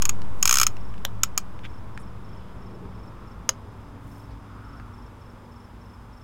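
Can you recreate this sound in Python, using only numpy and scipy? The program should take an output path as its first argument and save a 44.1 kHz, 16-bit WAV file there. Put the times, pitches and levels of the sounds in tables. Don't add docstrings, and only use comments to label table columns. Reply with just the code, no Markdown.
import sys
import numpy as np
from scipy import signal
from scipy.fft import rfft, irfft, next_fast_len
from scipy.io import wavfile

SR = 44100
rng = np.random.default_rng(int(sys.argv[2]) if len(sys.argv) > 2 else 0)


def transcribe(signal):
    frames = np.atleast_2d(signal).T
    limited = np.clip(frames, -1, 1)
    pcm = np.round(limited * 32767).astype(np.int16)
    wavfile.write(sys.argv[1], SR, pcm)


N = 274919
TIME = np.arange(N) / SR
HIT_TIME = TIME[:SR // 4]


def from_db(db):
    return 10 ** (np.asarray(db) / 20)


def rms_one(x):
    return x / np.sqrt(np.mean(x ** 2) + 1e-20)


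def in_time(rows):
    s, *columns = np.transpose(rows)
    return [np.interp(TIME, s, column) for column in columns]


def add(out, s, sound):
    start = max(0, int(s * SR))
    out[start:start + len(sound)] += sound[:max(0, N - start)]


def noise(spectrum, size):
    hz, db = np.transpose(spectrum)
    fft_size = next_fast_len(size)
    f = np.maximum(np.fft.rfftfreq(fft_size, 1 / SR), 1)
    shape = from_db(np.interp(np.log(f), np.log(hz), db))
    rolloff = np.minimum(1, np.minimum(f / hz[0], hz[-1] / f)) ** 2
    white = rfft(rng.standard_normal(fft_size))
    return rms_one(irfft(white * shape * rolloff, fft_size)[:size])


def drift(knots_per_s):
    knots = rng.standard_normal(1024)
    return np.interp(TIME * knots_per_s, np.arange(len(knots)), knots)


def dying(t60_s):
    return from_db(-60 * HIT_TIME / t60_s)


def ring(modes, pitch=1, scatter_db=2.37, detune=0.0027):
    hz, db, t60_s = np.transpose(modes)[:, :, None]
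    luck = rng.standard_normal((2, len(modes), 1))
    sense = (-1) ** np.arange(len(modes))[:, None]
    t = HIT_TIME[:SR // 12]
    level_db = db + scatter_db * luck[0] - 60 * t / t60_s
    mode_hz = hz * pitch * (1 + detune * luck[1])
    onset = 1 - np.exp(-t / 0.00016)
    return np.sum(sense * from_db(level_db) * np.sin(2 * np.pi * mode_hz * t), 0) * onset


def burst(spectrum, t60_s):
    onset = 1 - np.exp(-HIT_TIME / 0.0002)
    return noise(spectrum, size=len(HIT_TIME)) * dying(t60_s) * onset


def swishes(rows, grain_db):
    out, t = np.zeros(N), TIME[:SR]
    for middle_s, length_s, db, hz, octaves in rows:
        edge = 2 ** (octaves / 2)
        grain_knots = rng.standard_normal(400)
        grain = from_db(grain_db * np.interp(t, np.linspace(0, 1, 400), grain_knots))
        stroke = np.sin(np.pi * np.minimum(t / length_s, 1))
        band = [(hz / edge / 1.4, -20), (hz / edge, -3), (hz, 0), (hz * edge, -4), (hz * edge * 1.08, -16)]
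        add(out, middle_s - length_s / 2, from_db(db) * stroke * grain * noise(band, size=SR))
    return out


# t/s, level/dB
TOOTH_DROPS = [(0.0216, -9), (0.0536, -8), (0.0928, -7), (0.4271, -2.5), (0.455, -1.5), (0.4759, -3.5),
               (0.4935, -3), (0.5103, -2), (0.5265, -3.5), (0.5407, -3.5), (0.5557, -6), (0.5705, -5),
               (0.5849, -2.5), (0.5989, -4), (0.614, -1), (0.6316, -2), (0.6668, -2.5), (1.2336, -0.5),
               (1.3767, -2.5)]
# f/Hz, level/dB, t60/s
PAWL_MODES = [(6320, -5.5, 0.012), (6700, -1, 0.015), (7080, -11, 0.011), (7600, -16.5, 0.011)]
# f/Hz, level/dB, t60/s
FRAME_MODES = [(1136, -22, 0.0243), (1315, -17.5, 0.026), (1530, -17, 0.014), (1863, -27, 0.03),
               (2384, -15.5, 0.026), (2590, -23.5, 0.022), (2942, -22.5, 0.019), (3220, -24, 0.01614),
               (4032, -32.5, 0.01794), (4340, -23, .018), (4950, -22.5, 0.018), (5265, -8.5, 0.012),
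               (8240, -20, 0.0087), (10350, -13.5, 0.012), (12100, -17, 0.0064), (12900, -22, .007),
               (14900, -21, .006)]
# f/Hz, relative level/dB
TOOTH_CRACK = [(600, -19.5), (850, -5.5), (1250, 10), (1750, -7), (2600, 2.5), (3300, 0), (3800, -6),
               (4800, -1.5), (6600, 0), (7800, 1), (9200, -9), (10500, -10), (13000, -3), (15500, -8.5)]
RUN_TEETH_PER_S = 53.2
PAWL_DB, FRAME_DB, LONE_PITCH = -4.5, -7.5, 1.025
RUN_FLATTENING, RUN_FRAME_DB, RUN_REBOUND_DB = 0.031, 6, 6


def clicker(crack_db=-12, crack_t60_s=0.026, rebound_s=0.0021, rebound_db=-15, drag_db=-38):
    out, starts = np.zeros(N), np.array(TOOTH_DROPS)[:, 0]
    gaps = np.diff(starts)
    nearest_gap = np.minimum(np.r_[gaps[0], gaps], np.r_[gaps, gaps[-1]])
    speeds = np.minimum(1 / (nearest_gap * RUN_TEETH_PER_S), 1)
    for (s, db), speed in zip(TOOTH_DROPS, speeds):
        spring = from_db(db + PAWL_DB) * ring(PAWL_MODES, LONE_PITCH - RUN_FLATTENING * speed)
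        frame = from_db(db + FRAME_DB + RUN_FRAME_DB * speed) * ring(FRAME_MODES)
        snap = spring + frame
        rebound = from_db(rebound_db + RUN_REBOUND_DB * speed) * snap
        add(out, s, snap)
        add(out, s + rebound_s * rng.uniform(0.66, 1.5), rebound)
        add(out, s, from_db(db + crack_db) * burst(TOOTH_CRACK, crack_t60_s))
    teeth_per_s = np.interp(TIME, starts[1:] - gaps / 2, 1 / gaps, left=0, right=0)
    running = np.clip(teeth_per_s / RUN_TEETH_PER_S, 0, 1) ** 4
    scrape = noise([(900, -1.5), (2500, 0), (7000, -2.0), (15500, -4)], size=N)
    return out + from_db(drag_db) * running * scrape


# f/Hz, relative level/dB
STOP_CRACK = [(300, -16.5), (600, 2.5), (1200, 2), (3200, -4), (4800, -2), (6600, 0), (8600, -9),
              (12000, -6), (15500, -12)]


def clack(s, db, modes, crack_db, crack_t60_s, rebound_s, rebound_db):
    out = np.zeros(N)
    add(out, s, from_db(db) * ring(modes))
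    add(out, s + rebound_s, from_db(db + rebound_db) * ring(modes))
    add(out, s, from_db(db + crack_db) * burst(STOP_CRACK, crack_t60_s))
    return out


# f/Hz, level/dB, t60/s
LEVER_MODES = [(553, -14.5, 0.091), (1640, 2.5, 0.0076), (3050, 0.5, 0.0086), (3630, -2, 0.01),
               (4030, -1.5, 0.0082), (5760, -3.5, 0.0083), (6950, -2, 0.014), (7500, -13, .008),
               (11700, -0.5, 0.0032), (14100, -4, .005)]
LEVER_S, LEVER_DB = 1.0507, -17


def lever():
    return clack(LEVER_S, LEVER_DB, LEVER_MODES, crack_db=-6.5, crack_t60_s=0.017,
                 rebound_s=0.000914, rebound_db=-7.5)


# f/Hz, level/dB, t60/s
HOUSING_MODES = [(536, -19, 0.08), (634, -18, 0.071), (980, -9.5, 0.021), (1258, -8, 0.02),
                 (1763, -7, 0.011), (2940, -5.5, 0.018), (4030, -12, 0.012), (5080, -7, 0.018),
                 (6210, 3.5, 0.0127), (6440, 4.5, 0.016), (6830, 4, 0.011), (10850, -8.5, 0.0069)]
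KNOCK_S, KNOCK_DB = 3.4910, -13


def gears():
    return clack(KNOCK_S, KNOCK_DB, HOUSING_MODES, crack_db=-4.5, crack_t60_s=0.024,
                 rebound_s=0.0022, rebound_db=-8)


# t/s, level/dB, colour f/Hz
TICKS = [(0.2184, -35, 3600), (0.768, -35, 2800), (0.9407, -38.5, 2300), (0.979, -44, 3500),
         (1.5913, -43, 2520), (1.9758, -30.5, 2370), (4.7983, -34.5, 1300)]
# middle t/s, length/s, level/dB, centre f/Hz, width/octaves
RUBS = [(1.652, .038, -41, 2280, 1.33), (2.012, 0.046, -61, 8800, .7), (2.42, 0.35, -67.5, 3202, 0.25),
        (4.14, 0.31, -65.5, 9960, 2.5), (4.32, 0.067, -65.5, 4440, 0.78)]
# f/Hz, level/dB, t60/s
TINKLE_MODES = [(5900, -3, .08), (8100, -6, .07), (11300, -10, 0.062)]
TINKLE_S, TINKLE_DB = 1.4, -51


def handling(tick_t60_s=0.015, tick_fall_db=-15):
    out = swishes(RUBS, grain_db=3.0)
    for s, db, hz in TICKS:
        colour = [(hz / 2.6, -3), (hz, 0), (hz * 1.15, -8), (hz * 1.93, tick_fall_db)]
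        add(out, s, from_db(db) * burst(colour, tick_t60_s))
    add(out, TINKLE_S, from_db(TINKLE_DB) * ring(TINKLE_MODES))
    return out


def boat(x, wet_db=-21, t60_s=0.088):
    colour = [(400, 1.5), (4500, 8.5), (6500, 0.5), (9000, 0.5), (16000, -4.5)]
    tail = burst(colour, t60_s) * np.minimum(HIT_TIME / 0.005, 1)
    return x + from_db(wet_db) * signal.fftconvolve(x, tail / np.linalg.norm(tail))[:N]


# middle of first wing stroke t/s, strokes/count
CHIRPS = [(0.77, 4), (1.702, 3), (1.952, 4), (2.252, 4), (2.627, 4), (2.955, 4), (3.279, 2), (4.119, 4),
          (4.652, 4), (4.943, 4), (5.221, 3), (5.524, 4), (5.818, 4), (6.135, 3)]
CHIRP_DB, STROKE_GAP_S = -60, 0.0413


def insects(stroke_hz=5340, fall_hz_per_s=19000, stroke_s=0.0049, echo_s=0.007, echo_db=-8, chorus_db=-77):
    out, t = np.zeros(N), TIME[:SR // 20] - 1 / 40
    for start, strokes in CHIRPS:
        luck = rng.standard_normal((6, 2))
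        for k in range(strokes):
            hz = stroke_hz + 35 * luck[k, 0] - fall_hz_per_s * t
            swell = from_db(CHIRP_DB + luck[k, 1]) * np.exp(-(t / stroke_s) ** 2 / 2)
            whistle = swell * np.sin(2 * np.pi * np.cumsum(hz) / SR)
            whistle_s = start + k * STROKE_GAP_S + t[0]
            add(out, whistle_s, whistle)
            add(out, whistle_s + echo_s, from_db(echo_db) * whistle)
    chorus = noise([(4400, -21), (4950, 2), (5250, 1), (5700, -27.5)], size=N)
    return out + from_db(chorus_db + 2 * drift(9)) * chorus


# t/s, level/dB
ENGINE_LEVEL = [(0.0, -40), (0.05, -42), (0.47, -44.5), (1.25, -38.5), (1.34, -48.5), (1.89, -43.5),
                (4.02, -46.5), (4.62, -42), (6.23, -55)]
# multiple of firing rate, relative level/dB
ENGINE_ORDERS = [(.5, -5.5), (1, 0), (2, -16)]
# in t/s, out t/s, f/Hz, level/dB
DRONES = [(0, 3.6, 183, -50), (3.5, 5.15, 282, -52), (2.5, 6.6, 238, -53.5), (1.5, 5.55, 124, -53)]
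ENGINE_HZ, EASE_OFF_S, SAG_HZ_PER_S = 102.8, 4.1, 2.1


def engines(waver_db=2, wander_hz=1.2):
    hz = ENGINE_HZ - SAG_HZ_PER_S * np.maximum(TIME - EASE_OFF_S, 0)
    db, = in_time(ENGINE_LEVEL)
    turn = 2 * np.pi * np.cumsum(hz) / SR
    out = np.zeros(N)
    for order, order_db in ENGINE_ORDERS:
        gain = from_db(db + order_db + waver_db * drift(7.8))
        out += gain * np.sin(order * turn + 0.3 * drift(8.7))
    for start, end, tone_hz, tone_db in DRONES:
        fade = np.clip(np.minimum(TIME - start, end - TIME) / 0.38, 0, 1)
        gain = fade * from_db(tone_db + waver_db * drift(4.2))
        phase = 2 * np.pi * np.cumsum(tone_hz + wander_hz * drift(4)) / SR
        out += gain * np.sin(phase)
    return out


# t/s, rumble level/dB, middle level/dB, hiss level/dB
AIR_LEVEL = [(0.0, -37, -47, -63.5), (1.32, -41.5, -50.5, -70), (2.72, -40.5, -51.5, -72.5),
             (5.0, -44, -52.5, -71.5), (6.23, -46.5, -53.5, -72)]
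# f/Hz, relative level/dB
RUMBLE_COLOUR = [(20, -6.5), (30, -9.5), (52, -1), (80, -7.5), (110, -6.5), (145, -12.5), (200, -11.5),
                 (260, -16.5), (400, -19), (700, -26)]
AIR_COLOUR = [(400, -9.5), (700, -6), (900, 3), (1150, 1.5), (1450, -4), (1800, -10.5), (2300, -13.5),
              (3000, -17.5), (3500, -16.5), (4200, -26), (5100, -25.5), (6200, -29.5), (8000, -33)]
HISS_COLOUR = [(4000, -2), (7000, -2), (10000, -2.5), (16000, -7)]
# middle t/s, length/s, level/dB, centre f/Hz, width/octaves
SWELLS = [(2.8, 0.35, -48.5, 396, 0.47), (3.25, 0.52, -56, 1230, .35), (4.7, .65, -52.5, 1300, .35),
          (5.3, 0.65, -58, 504.6, 0.37)]


def night(rumble_db=-1.0, air_db=-0.5, hiss_db=0):
    low_db, middle_db, high_db = in_time(AIR_LEVEL)
    rumble = from_db(low_db + rumble_db) * noise(RUMBLE_COLOUR, size=N)
    rush = from_db(middle_db + air_db) * noise(AIR_COLOUR, size=N)
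    hiss = from_db(high_db + hiss_db) * noise(HISS_COLOUR, size=N)
    return rumble + rush + hiss + swishes(SWELLS, grain_db=0.0)


def scene():
    mid = boat(clicker() + lever() + gears() + handling()) + insects() + engines() + night()
    side = from_db(-42.5) * mid + from_db(-30.0) * np.gradient(mid)
    side += from_db(-85.5) * noise(RUMBLE_COLOUR, size=N) + from_db(-80) * noise(HISS_COLOUR, size=N)
    return np.array([mid + side, mid - side])


CUTOFF_HZ = 15900


def record(dry):
    rounded = 0.87 * np.tanh(dry / 0.82)
    offset = -0.195 * np.exp(-TIME / 0.85)
    lowpass = signal.ellip(10, 0.2, 80, CUTOFF_HZ, fs=SR, output="sos")
    return signal.sosfilt(lowpass, rounded + offset)


dry = scene()
out = record(dry)
transcribe(out)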